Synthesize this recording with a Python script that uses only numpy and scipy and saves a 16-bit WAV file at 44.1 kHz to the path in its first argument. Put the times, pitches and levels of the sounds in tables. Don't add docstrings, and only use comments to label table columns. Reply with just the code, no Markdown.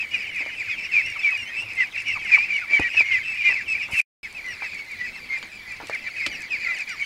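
import sys
import numpy as np
from scipy import signal
from scipy.io import wavfile
from scipy.ndimage import uniform_filter1d

SR = 44100
rng = np.random.default_rng(int(sys.argv[2]) if len(sys.argv) > 2 else 0)


def materialize(psi):
    bounded = np.clip(np.atleast_2d(psi).T, -1, 1)
    quanta = np.round(bounded * 32767).astype(np.int16)
    wavfile.write(sys.argv[1], SR, quanta)


N = 310905
TIME = np.arange(N) / SR

# time in seconds, gain in dB.
STOP = [(4.005, 0), (4.007, -24), (4.011, -24), (4.012, -10), (4.016, -10), (4.017, -26), (4.05, -70),
        (4.06, -120), (4.2295, -120), (4.2305, 0)]
RESUME_S = STOP[-1][0]

BILL_SCALE = 0.99, 0.858


def gain_of(db):
    return 10 ** (np.asarray(db) / 20)


def evened(x):
    return x / np.sqrt(np.mean(x ** 2) + 1e-20)


def add(mix, s, sound):
    at = round(s * SR)
    sound = sound[max(-at, 0):]
    part = mix[max(at, 0):][:len(sound)]
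    part += sound[:len(part)]


def band(x, lo_hz, hi_hz):
    sos = signal.butter(2, [lo_hz, min(hi_hz, SR / 2 - 99)], "bandpass", fs=SR, output="sos")
    return signal.sosfilt(sos, x)


def wander(count, size):
    window = np.hanning(420)
    return [evened(signal.oaconvolve(v, window, "same")) for v in rng.standard_normal((count, size))]


def peep(ms, start_hz, mid_hz, end_hz, db, hoarse, reedy_db=0, bill_scale=1):
    # centre in Hz before scaling, width in Hz.
    resonances = [(5450, 1220), (7300, 3300)]
    overtones_db = -21.5, -33
    overtone_spread_db = 2.8
    wobble_share, flutter_db, rasp_db = .007, 2.0, 4.0

    u = np.linspace(-.12, 1.15, int(1.27 * ms * SR / 1000))
    arch = np.polyval(np.polyfit([0, .5, 1], [start_hz, mid_hz, end_hz], deg=2), np.minimum(u, 1))
    hz = arch - 2500 * np.maximum(u - 1, 0)
    wobble, flutter, rasp = wander(count=3, size=len(u))
    cycles = np.cumsum(hz * (1 + wobble_share * wobble)) / SR
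    phase = 2 * np.pi * (cycles + rng.random())

    spread_db = overtone_spread_db * rng.standard_normal(2)
    strengths = gain_of(np.add(overtones_db, reedy_db + spread_db))
    overtones = 0
    for strength, k, (centre_hz, width_hz) in zip(strengths, (2, 3), resonances):
        passed = np.exp(-((k * hz - bill_scale * centre_hz) / width_hz) ** 2)
        overtones = overtones + strength * passed * np.sin(k * phase)
    tone = np.sin(phase) + gain_of(rasp_db * rasp) * overtones

    swell = np.sin(np.pi * np.linspace(0, 1, len(u)) ** 1.03) ** 0.64
    rough = np.convolve(rng.standard_normal(len(u)), np.hanning(80), "same")
    grain = 1 + hoarse * evened(rough)
    level = np.sqrt(2 / (1 + hoarse ** 2)) * gain_of(db + flutter_db * flutter)
    return level * swell * grain * tone


def near_ducks():
    # start in seconds, length in ms, pitch in Hz at the middle,
    # downward slide in % of the pitch (negative rises), level in dB.
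    near_peeps = [(0.0, 22.3, 2576, 1, -24), (0.138, 24.5, 2448, 8.5, -19.5), (0.367, 57, 2320, 16, -28.5),
                  (0.566, 82, 2567, 12.5, -35), (0.679, 49, 2490, -3, -26.5), (0.71, 45, 3386, 18, -41),
                  (0.781, 80, 2645, 2.5, -37), (0.835, 43, 2880, 6, -40), (0.917, 17.5, 2676, 5, -26),
                  (0.934, 75, 2392, 16.5, -17.5), (1.02, 53, 2683, -5, -32.5),
                  (1.058, 75, 2836, 5.5, -37.5), (1.157, 17, 1240, 36, -40.5), (1.184, 40, 2550, 13.5, -31),
                  (1.22, 31, 3310, 18.5, -39), (1.239, 55, 2310, 5.5, -17), (1.304, 59, 2540, 5, -24.5),
                  (1.316, 24, 1170, 41, -42), (1.374, 79, 2800, 5.5, -34), (1.455, 46, 3060, -10, -40.5),
                  (1.474, 60, 1863, 2, -39.5), (1.564, 72, 2690, -5.5, -28), (1.756, 32, 2630, 14, -39),
                  (1.778, 54, 2046, 8, -19), (1.865, 28, 2250, 9, -40), (1.912, 16, 3600, 30, -45),
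                  (1.955, 33, 3570, 59, -48), (1.962, 39, 2620, 12.5, -30), (2.061, 63, 2276, 12.5, -29),
                  (2.07, 51, 2760, -0.5, -32), (2.126, 22.5, 2664, 10, -26.5), (2.156, 23, 1167, 27, -36.5),
                  (2.211, 25, 2310, -1.5, -36), (2.251, 22, 2160, 4, -26.5), (2.281, 85, 1960, 6.5, -34),
                  (2.316, 42, 2390, 11, -10.5), (2.343, 26, 2553, 6, -21.5), (2.37, 14.8, 1137, 39, -33.5),
                  (2.373, 77, 2396, -10.5, -22.5), (2.49, 100, 2307, 11, -26.5),
                  (2.617, 27.4, 1430, 18, -36.5), (2.722, 59, 2300, 2, -15), (2.792, 45, 2480, -5, -25.5),
                  (2.812, 70, 1920, 3.5, -26), (2.84, 37, 2320, 1.5, -27), (2.973, 43.3, 2507, 12.5, -13),
                  (3.033, 48, 2126, -1, -30), (3.091, 88, 2085, 9, -20.5), (3.112, 25, 2460, 6.5, -23.5),
                  (3.243, 115, 2634, 3.5, -30), (3.377, 54, 2398, 10, -26), (3.452, 50, 2416, 1, -15.5),
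                  (3.446, 74, 2056, 8, -22), (3.447, 150, 2600, 38, -27.5), (3.683, 61, 2610, 6, -23),
                  (3.747, 15, 2330, 5, -24), (3.787, 40, 2440, 14, -28), (3.95, 103, 2572, 14.5, -20),
                  (3.99, 14, 2472, 9, -14), (4.228, 46, 2230, 16.5, -35), (4.229, 39, 2590, 0.5, -42.5),
                  (4.231, 26, 3500, 11.5, -52.5), (4.35, 56, 2463, 20.5, -33), (4.45, 73, 1987, 9, -33),
                  (4.481, 66, 2835, 10.5, -41), (4.53, 42, 2410, 28, -43.5), (4.612, 56, 2238, 23.5, -31),
                  (4.641, 43, 2616, 6, -34.5), (4.711, 61, 2404, 10.5, -36), (4.775, 59, 2220, -2, -36.5),
                  (4.897, 57, 2300, 20, -36), (4.997, 65, 1973, 1.5, -28), (5.049, 52, 2550, 9.5, -37),
                  (5.297, 68, 2112, 2.5, -24.5), (5.328, 67, 2430, 5, -36), (5.66, 83, 2000, 2.5, -39.5),
                  (5.71, 40, 2350, 3.5, -38.5), (5.926, 35, 2280, 17.5, -24.5),
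                  (6.065, 20, 2324, -3.5, -28), (6.164, 42.5, 2520, 9, -29.5), (6.2, 58, 2166, 12, -27.5),
                  (6.314, 60, 2885, 10.5, -42.5), (6.318, 50, 2175, 1, -37), (6.425, 26, 2243, 8.5, -35.5),
                  (6.508, 56, 2415, 20.5, -25.5), (6.612, 43, 2380, 9, -27.5),
                  (6.661, 18.7, 2076, 10.5, -23), (6.666, 48, 1380, 1.5, -39.5),
                  (6.681, 41, 2390, 6.5, -28.5), (6.689, 54, 2030, 3.5, -26.5),
                  (6.766, 19.4, 2790, 23, -36), (6.797, 32, 2450, 17, -26), (6.89, 59, 2850, 6, -44),
                  (6.892, 38, 2470, 7, -56), (6.893, 62, 1437, 32.5, -42.5), (6.95, 38, 2390, 3, -42),
                  (7.011, 21.2, 2230, 4.5, -24.5), (7.02, 42, 3080, -5, -40)]
    early_slide = 0.332
    hoarse_usual, hoarse_low, low_hz = .08, .4, 1300
    side_reedy_db = -1.5, 2

    out = np.zeros(N)
    for s, ms, hz, slide, db in near_peeps:
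        pitches = hz * (1 + slide / 100 * np.array([early_slide, 0, early_slide - 1]))
        late = int(s > RESUME_S - .01)
        hoarse = hoarse_low if hz < low_hz else hoarse_usual
        reedy_db = side_reedy_db[late] - .6 * (db + 35) + np.clip((hz - 2450) / 35, -3, 9)
        add(out, s - .12 * ms / 1000, peep(ms, *pitches, db, hoarse, reedy_db, BILL_SCALE[late] ** .5))
    return out


def crowd():
    # time in seconds, level in dB.
    chorus_level = [(0.03, -33), (0.6, -33.5), (1.2, -36), (1.7, -37), (2.1, -33.5), (2.4, -35), (2.9, -32),
                    (3.399, -36), (3.95, -34), (4.3, -44), (4.66, -40.5), (5.2, -39), (5.55, -41.5),
                    (5.74, -40.5), (5.85, -40), (6.2, -35), (6.66, -37), (7.0, -37)]
    peeps_per_s, hoarse = 175, .14
    usual_hz, pitch_spread = (2415, 2283), (.11, .11)
    side_reedy_db = 0.5, 6.5

    out = np.zeros(N)
    draws = rng.standard_normal((int(peeps_per_s * N / SR), 5))
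    starts = rng.uniform(-0.054, N / SR, len(draws))
    for at, (pitch, bend, fall, size, length) in zip(starts, draws):
        late = int(at > RESUME_S)
        hz = usual_hz[late] * np.exp(pitch_spread[late] * pitch)
        start_hz = hz * (.97 + 0.04046 * np.exp(0.597 * np.minimum(bend, 2.2)))
        end_hz = hz * (1 - 0.1255 * np.exp(0.45 * np.minimum(fall, 1.5)))
        db = 4.8 * size - 1.5 * pitch ** 2
        ms = 38 * np.exp(.35 * length)
        add(out, at, peep(ms, start_hz, hz, end_hz, db, hoarse, side_reedy_db[late], BILL_SCALE[late]))
    loudness = np.sqrt(uniform_filter1d(out ** 2, 6000))
    steadier = evened(out / loudness ** 0.28)
    s, level_db = np.transpose(chorus_level)
    return steadier * gain_of(np.interp(TIME, s, level_db))


def joining_in(near):
    db_per_db, above_db, over_s = 0.3, -42.5, 0.08
    window = np.hanning(int(over_s * SR))
    power = abs(signal.oaconvolve(near ** 2, window / window.sum(), "same"))
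    return db_per_db * 10 * np.log10(1 + power / gain_of(above_db) ** 2)


def following_hiss(voices):
    swell = np.sqrt(abs(signal.oaconvolve(voices ** 2, np.hanning(900) / 450, "same")))
    hiss = band(band(rng.standard_normal(N), 900, 5800), 900, 5800)
    return swell ** .85 * gain_of(-26.5) * evened(hiss)


def knocks():
    # start in seconds, rough peak in dB, centre in Hz,
    # time to fall by 60 dB in seconds.
    thuds = [(0.406, -35.5, 520, 0.27), (0.462, -28, 664, 0.033), (1.62, -37, 940, 0.15),
             (2.709, -35.5, 596, 0.45), (2.796, -13, 374, 0.037), (2.799, -26, 73, 0.055),
             (2.814, -25, 940, 0.032), (2.945, -31, 895, 0.056), (3.007, -19.5, 805, 0.037),
             (3.491, -30.5, 730, 0.23), (3.886, -32.5, 734, 0.32), (3.932, -34, 123, 0.099),
             (4.622, -25.5, 1090, 0.095), (5.428, -19.5, 2260, 0.013), (5.802, -27, 806, 0.17),
             (5.897, -21.5, 750, 0.038), (6.263, -11.5, 2220, 0.04), (5.83, -35, 330, 0.16),
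             (6.267, -34, 330, 0.19)]
    # start in seconds, rough peak in dB.
    bill_ticks = [(1.0164, -36), (1.422, -37), (2.797, -27), (3.725, -35.5), (4.463, -35), (5.386, -35),
                  (5.8705, -28.5), (5.898, -30), (5.948, -26.5), (6.265, -20.5), (6.42, -27), (6.787, -26),
                  (6.8064, -30), (6.893, -27)]
    thud_crest_db, tick_crest_db = 8, 5.5
    tap_hz = 1000, 4000, 6460
    taps_per_s = 110

    out, t = np.zeros(N), np.arange(8000) / SR
    for s, db, hz, t60 in thuds:
        push = rng.standard_normal(len(t)) + 1.1 * np.exp(-t * hz * 0.74)
        ring = evened(band(push, hz * 0.57, hz * 1.79))
        add(out, s, gain_of(db - thud_crest_db - 60 * t / t60) * ring)
    for s, db in bill_ticks:
        snap = band(band(rng.standard_normal(len(t)), 2100, 9700), 1500, 8200)
        add(out, s, gain_of(db - tick_crest_db - 60 * t / 0.015) * evened(snap))

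    strength = gain_of(7 * np.minimum(rng.exponential(1, N), 3))
    taps = strength * (rng.random(N) < taps_per_s / SR)
    kind = rng.integers(0, len(tap_hz), N)
    burst = rng.standard_normal(600) * gain_of(-60 * t[:600] / .012)
    patter = np.zeros(N)
    for k, hz in enumerate(tap_hz):
        tap = evened(band(band(burst, hz / 1.6, hz * 1.6), hz / 1.6, hz * 1.6))
        patter += signal.oaconvolve(taps * (kind == k), tap)[:N]
    return out + gain_of(-61) * evened(patter)


def echoes(x, t60=0.078):
    taps, at = np.zeros(SR // 3), np.arange(150, SR // 3 - 40, 40)
    signs = rng.choice([-1., 1.], len(at))
    taps[at + rng.integers(0, 40, len(at))] = signs * gain_of(-60 * at / SR / t60)
    return signal.fftconvolve(x, taps / np.linalg.norm(taps))[:N]


def yard_noise():
    # frequency in Hz, density in dB per Hz.
    spectrum = [(18, -60), (30, -3), (103, -24.5), (178, -12.5), (564, -19), (1140, -19.5), (1700, -18.5),
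                (2300, -17), (3400, -18.5), (5090, -25), (6280, -30), (14500, -37.5), (15700, -38)]
    level_db, patchy_db = (-48.5, -48), 2.4

    frames, hz = N // 256 + 5, np.fft.rfftfreq(1024, 1 / SR)
    real, imaginary, patches = rng.standard_normal((frames, 513, 3)).T
    patches = evened(uniform_filter1d(uniform_filter1d(patches, 12, 0), 12, 1))
    f, db = np.transpose(spectrum)
    shape_db = np.interp(np.log(hz + 1), np.log(f), db)[:, None]
    spectra = (real + 1j * imaginary) * gain_of(shape_db + patchy_db * patches)
    noise = signal.istft(spectra, nperseg=1024, noverlap=768)[1][:N]
    return gain_of(np.where(TIME < RESUME_S, *level_db)) * evened(noise)


def rumble():
    centre_hz, usual_db = 94, (-59.5, -64)
    lumps = evened(uniform_filter1d(rng.standard_normal(N), 2500))
    level_db = np.where(TIME < RESUME_S, *usual_db) + 4.1 * lumps
    murmur = band(rng.standard_normal(N), centre_hz * 0.884, centre_hz * 1.21)
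    return gain_of(level_db) * evened(murmur)


def rustle():
    # time in seconds, level in dB.
    rustle_level = [(3.901, -88), (3.913, -46.5), (3.951, -47.5), (4.023, -35.5)]
    s, db = np.transpose(rustle_level)
    grain_db = 0.85 * wander(count=1, size=N)[0]
    hiss = band(band(rng.standard_normal(N), 3820, 11000), 3780, 13000)
    return gain_of(np.interp(TIME, s, db, right=-120) + grain_db) * evened(hiss)


def scene():
    nearest = near_ducks()
    voices = nearest + crowd() * gain_of(joining_in(nearest))
    flock = voices + following_hiss(voices) + knocks()
    return (flock + gain_of(-11) * echoes(flock) + yard_noise() + rumble() + rustle())[None]


def record(dry):
    edge_hz = 15820
    s, db = np.transpose(STOP)
    cut = dry * gain_of(np.interp(TIME, s, db))
    lowpass = signal.firwin(511, edge_hz, window=("kaiser", 9), fs=SR)
    return signal.oaconvolve(cut, lowpass[None], "same")


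dry = scene()
out = record(dry)
materialize(out)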